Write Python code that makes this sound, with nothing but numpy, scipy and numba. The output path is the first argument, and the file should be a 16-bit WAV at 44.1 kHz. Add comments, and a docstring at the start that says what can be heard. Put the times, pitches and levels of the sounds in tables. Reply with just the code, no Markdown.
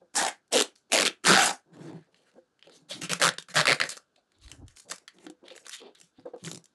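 """A faint tap, then rasping bursts as protective film is pulled off a plastic panel on a desk; later, quieter crinkling.
The glue lets go in trains of slips, each a short ring of the taut film with a spit of treble.
Fingers rustle the film with dense tiny releases; the sheet drums, and the panel hums and knocks on the desk.
The desk booms when bumped. A small room adds short tails over faint air noise, the same in both channels."""
import sys
import numpy as np
from scipy import signal
from scipy.fft import rfft, irfft, next_fast_len
from scipy.io import wavfile
from scipy.ndimage import uniform_filter1d
from numba import njit

SR = 44100
rng = np.random.default_rng(int(sys.argv[2]) if len(sys.argv) > 2 else 0)


def wav_record(signal):
    """Record a signal, one row per channel, as 16-bit PCM in the file named by sys.argv[1]."""
    frames = np.transpose(np.atleast_2d(signal))
    bounded = np.clip(frames, -1, 1)
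    # unit amplitude maps onto the largest positive 16-bit level
    quanta = np.round(bounded * 32767).astype(np.int16)
    wavfile.write(sys.argv[1], SR, quanta)


N = 297234  # length in samples

# Trains of glue slips: start_s, end_s, first_gap_ms, last_gap_ms, gap_unevenness (0-1), level_db,
# softer_at_start_db, film_pitch_hz, treble_against_body_db
SLIP_TRAINS = [(0.155, 0.284, 10.56, 22.3, .25, -20.5, 3.5, 1140, -0.5),
               (0.5244, 0.622, 6.56, 11.05, 0.09, -12, 15, 3555, -1),
               (0.92, 1.034, 10.06, 9, .12, -13, 2.5, 3040, -5),
               (1.0518, 1.079, 5.2, 23.5, .05, -12, 4, 3180, -6),
               (1.2605, 1.375, 6.6, 10, .08, -11, 2.5, 1458, -12),
               (3.2161, 3.293, 7.04, 15.1, .04, -12.5, -1.2, 1640, -6),
               (3.5571, 3.614, 6.5, 10.36, 0.11, -13, 3.5, 1629, -10),
               (3.6701, 3.732, 7.83, 9.5, .06, -12.5, -1.8, 2050, -11.5),
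               (5.7172, 5.772, 8, 9, .12, -39, 2.9, 4120, 5)]
SWELL_S, SLOWING = 0.034, 3  # time constant of the swell; power that makes the gaps change late in a train
SLIP_SPREAD_DB, PITCH_SPREAD = 1.02, .2  # random level and pitch (natural log) from slip to slip


def slip_trains():
    """Stretched film sticks and slips; the gaps between slips drift from the first to the last value."""
    rows = []
    for start, end, gap_ms, last_ms, uneven, db, softer_db, hz, treble_db in SLIP_TRAINS:
        s = start
        for a, b, c, d in np.clip(rng.standard_normal((40, 4)), -2, 2):
            if s < end:
                soft_db = softer_db * np.exp(-(s - start) / SWELL_S)
                level_db = db - soft_db + SLIP_SPREAD_DB * a
                rows.append((s, level_db, hz * np.exp(PITCH_SPREAD * b), treble_db + 1.3 * c))
                progress = ((s - start) / (end - start)) ** SLOWING
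                next_ms = gap_ms + (last_ms - gap_ms) * progress
                s += next_ms * np.exp(uneven * d) / 1000
    return rows


CREASES_PER_S, CREASE_DB, CREASE_HZ = 28, 2, 3300  # average rate, level over the rustle, middle pitch


def creases(rustle_db):
    """Small creases snap at random moments, their level following the rustling."""
    when = np.cumsum(rng.exponential(size=600)) / CREASES_PER_S
    a, b, c = rng.standard_normal((3, 600))
    under_db = rustle_db[np.minimum(when * SR, N - 1).astype(int)]
    rows = zip(when, under_db + CREASE_DB + 4 * a, CREASE_HZ * np.exp(0.29 * b), -5 + 5 * c)
    return [row for row in rows if row[0] < N / SR]


# Single snaps of the film: time_s, level_db, film_pitch_hz, treble_against_body_db
SINGLE_SNAPS = [(.4787, -61.5, 5000, 3.5), (.7598, -50, 4800, -6), (1.2422, -28, 1440, -1.5),
                (1.251, -18, 3250, -9.5), (1.4928, -21, 3800, -12), (1.5091, -23.5, 1460, -7),
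                (2.1442, -51, 3130, -16), (2.5924, -55, 3250, -11), (2.6258, -41, 3200, -23.5),
                (2.6717, -47.5, 2980, -11.5), (2.6953, -48, 1530, -9), (3.018, -28.5, 3270, -1),
                (3.0949, -24, 3400, -8), (3.1162, -21, 3200, -6), (3.1327, -14.5, 1480, 1),
                (3.1986, -27, 2200, -3), (3.3374, -38.5, 2805, -2), (3.3839, -23.5, 4740, -6),
                (3.4244, -38.5, 3570, 0.5), (3.4857, -39.5, 1405, -14), (3.5411, -34, 1410, -3),
                (3.6551, -14, 1406, -11), (3.8009, -14.5, 1530, -11.5), (3.8136, -10.5, 1910, -17),
                (3.8375, -20, 1794, -10.5), (3.8543, -31, 1660, -13), (3.8922, -24.5, 4720, 3.5),
                (3.9021, -27.5, 4740, 5), (3.9687, -35, 4720, 3), (3.9749, -34.5, 1420, -1.5),
                (4.1624, -55.5, 3890, -11), (4.319, -57, 1590, -4), (4.4611, -49.5, 3530, -3.5),
                (4.4801, -42.5, 4260, -11), (4.5157, -32.5, 3200, 0), (4.6812, -44, 3430, 1.5),
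                (4.7978, -42, 4490, 5), (4.8018, -43.5, 4330, 10), (4.9, -35, 4950, -2),
                (4.9107, -27, 4160, 7), (4.9143, -25.5, 1730, 1), (4.9194, -26, 1300, -4.5),
                (4.9594, -41, 1490, 8), (4.9822, -43.5, 4760, 3), (5.0786, -34, 1964, -9.5),
                (5.1849, -49.5, 3530, -10), (5.2663, -37, 1670, -11.5), (5.2992, -41.5, 3720, 3.5),
                (5.4803, -44, 3210, -19.5), (5.5034, -39, 4130, -23), (5.5529, -45.5, 1860, -9),
                (5.5777, -38.5, 1850, -7), (5.666, -34, 1650, -1), (5.6824, -36, 1480, 8),
                (5.6943, -31, 1710, 4), (5.7107, -42, 2840, -3), (5.816, -44.5, 3900, -16),
                (5.9546, -48.5, 3830, -15.5), (6.0009, -45.5, 4220, 6), (6.013, -41, 2910, 4.5),
                (6.1961, -53.5, 4970, -16), (6.4388, -38, 4520, 4.5), (6.4479, -33.5, 3390, -10),
                (6.4621, -33.5, 4800, -13), (6.4736, -33, 2200, -8), (6.48, -33, 1680, -8),
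                (6.5143, -28, 3950, 0.5), (6.5305, -36.5, 4720, 10), (6.5464, -34, 3900, 6),
                (6.5571, -36.5, 3930, 6), (6.5743, -38, 4420, 6.5), (6.6415, -46.5, 4970, 12.5),
                (6.6563, -46.5, 3810, 6.5)]


def releases(rustle_db):
    """Every snap of the film as time_s, level_db, pitch_hz, treble_db: single snaps, trains and creases."""
    return list(SINGLE_SNAPS) + slip_trains() + creases(rustle_db)


# Tone colour of the tearing: frequency_hz, relative_level_db
RIP_COLOUR = [(200, -92.5), (600, -36), (1100, 3), (1500, 4.5), (3000, 3.5), (4500, 6), (6500, -21),
              (12000, -59)]
# Tone colour of the bright hiss: frequency_hz, relative_level_db
HISS_COLOUR = [(1000, -76), (3500, -22.5), (5000, 0), (7000, 3), (9000, -1), (11000, -5), (12000, -16),
               (13000, -21.5)]


def slips(rows):
    """Each release of glue rings the film for a few cycles and spits treble; also returns the bare pulses."""
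    t = np.arange(SR // 50) / SR
    shape = (1 - np.exp(-t / .0004)) * amp(-60 * t / .012) / .53  # fast attack, 60 dB down in 12 ms
    tear = unit(coloured(rng.standard_normal(N), RIP_COLOUR))
    fizz = unit(coloured(rng.standard_normal(N), HISS_COLOUR))

    def sized(x):
        """Shape a sound, giving it the energy of an equally shaped sine of height 1."""
        shaped = x * shape
        return shaped * np.linalg.norm(shape) / np.linalg.norm(shaped) / 2 ** .5

    out, beat = np.zeros((2, N + SR))
    for (s, db, hz, treble_db), phase in zip(rows, rng.random(1000)):
        i = min(round(s * SR), N - len(t))
        at = slice(i, i + len(t))
        # starts 6% above the given pitch and sags as the film slackens
        ring = np.sin(2 * np.pi * (1.06 * hz * t * (1 - 40 * t) + phase))
        treble = amp(treble_db)
        mix = sized(ring + .75 * tear[at]) + treble * sized(fizz[at])
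        out[at] += amp(db) * mix / np.hypot(1, treble)
        beat[at] += amp(db) * shape
    return out[:N], beat[:N]


# Pulls on the film: start_s, rise_s, hold_s, sag_db, rip_db, rip_pitch_hz, hiss_db, hiss_sag_db, drum_db,
# drum_pitch_from_hz, drum_pitch_to_hz, panel_db, panel_pitch_hz
FILM_PULLS = [(0.145, .04, 0.1, 7, -23, 1675, -19, 14.5, -28, 848, 790, -47.5, 195),
              (0.517, .026, 0.086, 12, -18.5, 3006, -20.5, 10.5, -23, 520, 400, -48, 206),
              (0.914, .025, .135, 9.5, -19.5, 2670, -17.5, 16.5, -26, 697.4, 379, -43, 200),
              (1.24, .055, 0.1, 9, -11.5, 1437, -13, 11.5, -22, 350, 380, -29.5, 185),
              (1.344, .025, 0.14, 11, -21, 1483, -30.5, -3, -23.5, 733.6, 810, -45.5, 180),
              (2.888, .026, 0.087, 24.5, -37, 3450, -42.5, 17, -46, 599, 562.6, -53, 186),
              (3.009, .008, 0.041, 8, -34.5, 2750, -35, 12.5, -41, 314.3, 322, -39.5, 183),
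              (3.091, .01, 0.029, -3, -27.5, 2393, -34.5, -8.5, -38.5, 473.7, 500, -39, 172),
              (3.196, 0.022, .068, 3.8, -19.5, 1792, -26.5, 8.5, -29.5, 580, 530, -35, 166),
              (3.38, .005, .014, 20, -29, 3782, -46, -1, -43.5, 451, 455, -43, 170),
              (3.482, .006, 0.031, 4.5, -47.5, 1788, -45.5, 9, -59.5, 540, 520, -57, 172),
              (3.544, 0.027, 0.048, 9, -13.5, 1750, -20, 8.5, -26, 665, 610, -34, 150),
              (3.659, .03, 0.057, 19.5, -13.5, 2143, -42, -5, -24, 566, 520, -37, 148),
              (3.789, .025, 0.052, 16, -23.5, 1869, -42, -2, -33, 515.5, 520, -46, 155),
              (3.888, .006, .03, -1, -41, 4267, -29.5, 11, -54.5, 532.4, 535, -78, 196),
              (3.952, .022, .005, 11.5, -46.5, 2990, -44.5, 5.4, -49.5, 540, 541, -67, 199)]
# Fingers rustle the loose film: start_s, rise_s, hold_s, sag_db, rip_db, rip_pitch_hz, hiss_db
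FINGER_RUSTLES = [(0.893, .006, .016, -7.5, -57, 2993, -61.5), (.752, 0.0041, 0.017, 9.5, -60, 4434, -55.5),
                  (1.718, .02, .16, -5, -63.5, 1600, -71), (1.876, .02, 0.17, 16, -57.5, 1600, -70.5),
                  (2.117, 0.028, 0.09, 8.5, -66.5, 3030, -70.5), (2.237, 0.029, .12, 8, -68, 1508, -76),
                  (2.594, 0.035, 0.097, -2, -62, 3010, -76.5), (2.7, 0.059, .005, 0.3, -58, 4168, -57),
                  (4.155, 0.0054, .02, 13.5, -59, 3810, -69.5), (4.271, 0.05, .05, 0.2, -77.5, 3010, -87.5),
                  (4.34, .01, .06, 1, -72.5, 3606, -90), (4.408, .008, .09, -7, -62.5, 3965, -64),
                  (4.503, .012, 0.018, 7, -50.5, 1558, -48), (4.665, .015, .04, 9, -63, 1741, -60),
                  (4.757, .008, 0.028, 4.7, -53, 4417, -46.5), (4.887, 0.02, .09, 28, -38.5, 2184, -34.5),
                  (5.071, .008, .03, 16, -50.5, 1925, -61), (5.117, 0.033, 0.1, -9, -71, 2000, -69.5),
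                  (5.441, .07, .03, 14, -44, 3150, -61), (5.545, 0.02, 0.0054, 7.4, -52.5, 2725, -41),
                  (5.638, 0.016, .05, 8.5, -49, 2449, -56), (5.684, 0.059, 0.0091, 7.6, -34, 3596, -38),
                  (5.77, 0.013, .09, 9.5, -52, 3300, -76), (5.943, 0.0073, .03, 11.5, -50.5, 3750, -75),
                  (5.969, 0.03, .1, 24, -60.5, 3340, -55.5), (6.133, 0.057, 0.019, 2, -66, 3500, -81.5),
                  (6.252, 0.0047, 0.024, 2.5, -64.5, 1120, -79), (6.329, 0.0088, .03, 5, -68, 1400, -90),
                  (6.367, .01, 0.056, 1.3, -66, 3300, -71), (6.429, .025, 0.11, 22, -45.5, 3002, -35.5),
                  (6.626, 0.027, 0.008, 8.05, -71, 3960, -62)]
# The panel is shifted on the desk: start_s, rise_s, hold_s, sag_db, drum_db, drum_pitch_hz, panel_db, panel_pitch_hz
PANEL_SHIFTS = [(0, 0.022, 0.023, 11, -57.5, 523, -68, 172), (.893, 0.007, 0.02, -6, -58, 399, -76.5, 201),
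                (1.66, 0.089, 0.18, -8.5, -52, 342.5, -53.5, 165.1),
                (1.841, 0.044, 0.089, 1, -49.5, 342.2, -42, 159.8),
                (2.05, .02, 0.21, 0.7, -70, 471, -78, 171),
                (2.319, .045, .005, 1.5, -56, 492.3, -66.5, 197.3),
                (2.63, .055, 0.14, 14.5, -57, 443.4, -66, 164.8),
                (2.771, .05, 0.087, 3, -68.5, 295.8, -67, 159.4),
                (2.941, 0.026, 0.055, -3, -49.5, 292.8, -54, 182.8),
                (4.147, 0.034, 0.0055, -1.7, -65, 603, -85.5, 190),
                (4.293, .05, .05, 2.7, -74, 337.4, -90.5, 192.7),
                (4.4, 0.14, 0.0077, -1, -56, 303, -60, 121.2),
                (4.563, 0.061, 0.072, 26.5, -52.5, 284.5, -50.5, 119.4),
                (4.738, 0.043, 0.0044, 5, -69, 428.3, -82, 144.2),
                (4.853, 0.081, 0.01, 15, -44, 552, -55, 172),
                (4.978, 0.045, 0.0023, 3, -64, 476.3, -94, 171.3),
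                (5.13, 0.019, 0.15, -11, -65, 350, -70, 195.5),
                (5.414, 0.015, 0.14, 6, -53.5, 471.6, -66.5, 209.4),
                (5.566, .02, .07, -4, -67, 504.4, -88, 201.1),
                (5.638, 0.008, 0.017, -0.5, -60, 493.7, -81, 196),
                (5.793, 0.02, 0.073, 1, -49.5, 421.7, -69.5, 192.9),
                (5.95, 0.05, 0.065, 12, -68, 386.4, -69, 172),
                (6.178, .012, 0.025, 13, -53.5, 267.2, -48, 169.2),
                (6.249, 0.018, 0.018, 13, -37.5, 478.7, -75, 212),
                (6.332, .012, 0.021, 7.5, -43, 495, -69.5, 194.8),
                (6.415, 0.021, 0.14, 6.5, -46, 350, -43.5, 166)]
# Levels while the hands are still: rip_db, hiss_db, drum_db, panel_db
STILL_DB = [-87.5, -100, -115, -91.5]
HISS_RISE, DRUM_SAG, PANEL_SAG = 0.49, 0.76, 0.72  # shares of the rise and of the sag
LET_GO_DB, DRUM_LET_GO_DB = 11, 2  # drop when a pull stops; the sheet slackens


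def controls():
    """Hand movements set the levels and pitches of rip, hiss, drum and panel; also the rustle level alone."""
    (s, rise, hold, sag, rip, rip_hz, hiss, hiss_sag,
     drum, from_hz, to_hz, panel, panel_hz) = np.transpose(FILM_PULLS)
    rs, r_rise, r_hold, r_sag, r_rip, r_hz, r_hiss = np.transpose(FINGER_RUSTLES)
    ms, m_rise, m_hold, m_sag, m_drum, m_hz, m_panel, m_panel_hz = np.transpose(PANEL_SHIFTS)
    long, r_long, m_long = rise + hold, r_rise + r_hold, m_rise + m_hold
    quick = HISS_RISE * rise
    rip_rest, hiss_rest, drum_rest, panel_rest = STILL_DB

    rustle_db = strokes(rip_rest, rs, r_rise, r_hold, r_sag, r_rip)
    pull_rip_db = strokes(rip_rest, s, rise, hold, sag, rip, LET_GO_DB)
    rip_db = np.maximum(rustle_db, pull_rip_db)
    rustle_hiss_db = strokes(hiss_rest, rs, r_rise, r_hold, r_sag, r_hiss)
    pull_hiss_db = strokes(hiss_rest, s, quick, long - quick, hiss_sag, hiss, LET_GO_DB)
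    hiss_db = np.maximum(rustle_hiss_db, pull_hiss_db)
    shift_drum_db = strokes(drum_rest, ms, m_rise, m_hold, m_sag, m_drum)
    pull_drum_db = strokes(drum_rest, s, rise, hold, DRUM_SAG * sag, drum, DRUM_LET_GO_DB)
    drum_db = np.maximum(shift_drum_db, pull_drum_db)
    shift_panel_db = strokes(panel_rest, ms, m_rise, m_hold, PANEL_SAG * m_sag, m_panel)
    pull_panel_db = strokes(panel_rest, s, long / 2, long / 2, PANEL_SAG * sag, panel)
    panel_db = np.maximum(shift_panel_db, pull_panel_db)

    rip_pitch = held((s, long, rip_hz, rip_hz), (rs, r_long, r_hz, r_hz))
    drum_pitch = held((s, long, from_hz, to_hz), (ms, m_long, m_hz, m_hz))
    panel_pitch = held((s, long, panel_hz, panel_hz), (ms, m_long, m_panel_hz, m_panel_hz))
    return (rip_db, rip_pitch, hiss_db, drum_db, drum_pitch, panel_db, panel_pitch), rustle_db


FOOT_DB, LET_GO_S, RELEASE_DB_PER_S = 21, 0.0066, 384.5  # start under the peak; letting go; dying away


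def strokes(rest_db, start, rise, hold, sag_db, db, drop_db=0):
    """Level in dB of movements that rise, hold while they sag, let go and die away; the loudest is heard."""
    t, level_db = np.arange(N) / SR, np.full(N, float(rest_db))
    for s, up, keep, sag, top in zip(start, np.abs(rise), np.abs(hold), sag_db, db):
        at = slice(max(round((s - .01) * SR), 0), round((s + up + keep + .3) * SR))
        when = s + np.cumsum([-.01, .01, up, keep, LET_GO_S, 1])
        end = top - sag - drop_db
        shape = [top - 3 * FOOT_DB, top - FOOT_DB, top, top - sag,
                 end - LET_GO_S * RELEASE_DB_PER_S, end - RELEASE_DB_PER_S]
        level_db[at] = np.maximum(level_db[at], np.interp(t[at], when, shape))
    return level_db


def held(*movements):
    """Pitch glides from one value to the other during each (start, length, from, to), then stays till the next."""
    rows = sorted(row for m in movements for row in zip(*m))
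    nexts = [row[0] - .002 for row in rows[1:]] + [N]
    points = []
    for (s, long, a, b), end in zip(rows, nexts):
        points += [(s, a), (min(s + long, end - .001), b), (end, b)]
    return curves(points)[0]


def calm_and_slipping(beat, rip_db, hiss_db):
    """Strength of the steady handling, and the running mean of the slip pulses."""
    return amp(np.maximum(rip_db, hiss_db)), np.abs(uniform_filter1d(beat, size=1000))


def rustling_film(beat, rip_db, rip_hz, hiss_db):
    """Dense tiny releases rip and hiss where the glue does not slip."""
    calm, slipping = calm_and_slipping(beat, rip_db, hiss_db)
    smooth = calm / (calm + 6 * slipping)  # gives way to the slips
    grain = crackle(rate_hz=9500, spread_db=-3.0, life=0.00013)
    tearing = patchy(grain, depth_db=3) + .5 * resonate(grain, rip_hz, 6, SR)
    rip = unit(coloured(tearing, RIP_COLOUR))
    fine_grain = crackle(rate_hz=1000, spread_db=2.0, life=0.00027)
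    hiss = unit(coloured(patchy(fine_grain, depth_db=2.5), HISS_COLOUR))
    return smooth * (amp(rip_db) * rip + amp(hiss_db) * hiss)


# Tone colour of the drumming sheet: frequency_hz, relative_level_db
DRUM_COLOUR = [(30, -50.5), (120, -32.5), (250, 7), (400, 1), (800, 3), (1300, -9.5), (4000, -86)]


def drumming_sheet(beat, rip_db, hiss_db, drum_db, drum_hz):
    """Slips and rough crackle push the taut sheet, which resonates like a drum skin."""
    calm, slipping = calm_and_slipping(beat, rip_db, hiss_db)
    kick = (beat + 1.5 * calm) / (slipping + 1.2 * calm)  # slips against their running mean
    push = kick ** .9 * crackle(rate_hz=390, spread_db=-3.5, life=0.009)
    drum = 2.6 * push + resonate(push, drum_hz, 5.5, SR)
    return amp(drum_db) * unit(coloured(drum, DRUM_COLOUR))


# Tone colour of the humming panel: frequency_hz, relative_level_db
PANEL_COLOUR = [(25, -35.5), (60, -24.5), (110, 9.5), (200, 8), (300, -27), (1000, -88.5)]


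def humming_panel(panel_db, panel_hz):
    """Sparse crackle shakes the panel, which hums at a low moving resonance."""
    shake = crackle(rate_hz=60, spread_db=3, life=.008)
    hum = resonate(shake, panel_hz, 9., SR)
    return amp(panel_db) * unit(coloured(hum, PANEL_COLOUR))


def crackle(rate_hz, spread_db, life):
    """Noise broken into tiny releases of very uneven size, each fading with time constant life (s)."""
    happens = rng.random(N) < rate_hz / SR
    size = happens * amp(spread_db * np.minimum(rng.exponential(size=N), 4))
    shape = signal.lfilter([1], [1, -np.exp(-1 / (life * SR))], size)
    return unit(rng.standard_normal(N) * (unit(shape) + 0.8))


def patchy(x, depth_db):
    """Crumpled film colours its sound in patches of pitch and time."""
    z = signal.stft(x, nperseg=512)[2]
    across_pitch = uniform_filter1d(rng.standard_normal(z.shape), size=4, axis=0)
    field = uniform_filter1d(across_pitch, size=12, axis=1)
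    return signal.istft(z * amp(depth_db * unit(field)), nperseg=512)[1][:N]


@njit
def resonate(x, hz, q, sr):
    """A resonance of unit noise gain whose pitch moves; a higher q rings longer."""
    y = np.zeros(len(x))
    for i in range(2, len(x)):
        r = np.exp(-np.pi * hz[i] / q / sr)
        drive = np.sqrt(1 - r * r) * (x[i] - x[i - 2]) / 2 ** .5
        y[i] = drive + 2 * r * np.cos(2 * np.pi * hz[i] / sr) * y[i - 1] - r * r * y[i - 2]
    return y


# The panel taps the desk: time_s, level_db, push_pitch_hz
PANEL_KNOCKS = [(0.016, -53, 530), (2.364, -55, 239.4), (2.379, -47.5, 518), (2.669, -50, 552),
                (5.264, -41.5, 308), (5.297, -41.5, 316), (5.429, -53, 350), (5.511, -44.5, 518),
                (6.185, -52, 177), (6.255, -35, 491), (6.335, -37.5, 478)]
# Ringing tones of the hollow panel case: pitch_hz, relative_level_db, time_to_fade_60_db_s
CASE_TONES = [(500, -10, 0.17), (350, -5.5, 0.11), (750, 4, 0.027), (1600, -10, 0.032), (2200, -32, 0.026)]


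def knocks():
    """A tap gives a short low push, then the hollow case rings."""
    out, t = np.zeros(N + SR), np.arange(SR // 5) / SR
    for s, db, hz in PANEL_KNOCKS:
        ring = np.zeros(len(t))
        for f, level, t60 in CASE_TONES:
            ring += amp(level + rng.normal(0, 1.0) - 60 * t / t60) * np.sin(2 * np.pi * f * t)
        push = 1.7 * np.sin(2 * np.pi * hz * t) * amp(-60 * t / 0.1) * (1 - np.exp(-t / 0.0017))
        out[round(s * SR):][:len(t)] += amp(db) * (2.15 * ring * (1 - np.exp(-t / 0.012)) + push)
    return out[:N]


# The desk is bumped: time_s, level_db
DESK_BUMPS = [(4.41, -62), (4.468, -45), (4.534, -55), (4.608, -46), (4.649, -38), (4.691, -49),
              (4.75, -65)]
# Tone colour of the desk top: frequency_hz, relative_level_db
DESK_COLOUR = [(25, -20), (50, -5), (72, -1.5), (100, -5), (150, -61.5), (600, -94.5)]
BUMP_RISE_DB_PER_S, BUMP_FALL_DB_PER_S = 420, 550


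def desk():
    """The desk top booms while it is bumped: low noise swells and falls around each bump."""
    t = np.arange(N) / SR
    bumps_db = [db - np.maximum(BUMP_RISE_DB_PER_S * (s - t), BUMP_FALL_DB_PER_S * (t - s))
                for s, db in DESK_BUMPS]
    level_db = np.max(bumps_db, axis=0)
    return amp(level_db) * unit(coloured(rng.standard_normal(N), DESK_COLOUR))


# How long the room rings: frequency_hz, time_to_fade_60_db_s
ROOM_FADE = [(200, 0.03), (1500, 0.17), (5000, 0.11), (11000, 0.064)]


def room(x):
    """Short noise tails fade at a speed set by pitch; three take turns so that like slips differ."""
    hz, t, z = signal.stft(rng.standard_normal((3, SR // 3)), SR, nperseg=256)
    fade = amp(-60 * t / along(ROOM_FADE, hz)[:, None])
    tails = signal.istft(z * fade, SR, nperseg=256)[1]
    turn = np.arange(N) // 310 % 3 == np.arange(3)[:, None]
    wet = signal.fftconvolve(x * turn, tails / np.linalg.norm(tails[0]), axes=1).sum(0)
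    return np.pad(wet, (130, 0))[:N]  # the tail starts 130 samples late


# Tone colour of the air noise: frequency_hz, relative_level_db
AIR_COLOUR = [(24, -49.5), (40, -7.5), (301, 5), (1050, -6), (1620, -0.5), (1870, -18), (3850, -13.5),
              (6530, -16), (12500, -27.5), (16200, -67), (22000, -120)]
AIR_DB = -76.5


def air_noise():
    """Faint steady air noise: random samples given a fixed tone colour."""
    return amp(AIR_DB) * unit(coloured(rng.standard_normal(N), AIR_COLOUR))


def amp(db):
    """dB to gain."""
    return 10 ** (np.asarray(db) / 20)


def unit(x):
    """x at rms 1."""
    return x / np.sqrt(np.mean(x ** 2) + 1e-20)


def along(points, hz):
    """Read a curve of (frequency, value) points on a log frequency axis."""
    f, v = np.transpose(points)
    return np.interp(np.log(hz + 1), np.log(f + 1), v)


def curves(rows):
    """One value per sample for each column after the time."""
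    s, *cols = np.transpose(rows)
    return [np.interp(np.arange(N) / SR, s, c) for c in cols]


def coloured(x, points):
    """x through a causal (minimum-phase) filter of the given tone colour."""
    m = next_fast_len(N + 8192)
    log_gain = np.log(amp(along(points, np.fft.rfftfreq(4096, 1 / SR))))
    # folding the cepstrum forward in time makes the filter causal
    cep = irfft(log_gain, 4096)
    cep[1:2048] *= 2
    cep[2049:] = 0
    impulse = irfft(np.exp(rfft(cep)), 4096)
    return irfft(rfft(x, m) * rfft(impulse, m), m)[..., :N]


def scene():
    """Film, panel and desk over faint air noise; the room answers the film."""
    control, rustle_db = controls()
    rip_db, rip_hz, hiss_db, drum_db, drum_hz, panel_db, panel_hz = control
    snaps, beat = slips(releases(rustle_db))
    rustle = rustling_film(beat, rip_db, rip_hz, hiss_db)
    drum = drumming_sheet(beat, rip_db, hiss_db, drum_db, drum_hz)
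    hum = humming_panel(panel_db, panel_hz)
    echo = room(amp(-11) * snaps + amp(-5.5) * rustle)
    mono = snaps + rustle + drum + hum + knocks() + desk() + echo + air_noise()
    return np.array([mono, mono])


TOP_HZ = 12670  # nothing is left above this


def record(dry):
    """The loudest peaks are softly clipped; the top fades out over the last 900 Hz below the band limit."""
    dry = dry / (1 + np.abs(dry / .6) ** 5) ** (1 / 5)
    m = next_fast_len(N + 8192)
    edge = np.clip((TOP_HZ - np.fft.rfftfreq(m, 1 / SR)) / 900, 0, 1) ** 2
    return irfft(rfft(dry, m) * edge, m)[:, :N]


dry = scene()
out = record(dry)
wav_record(out)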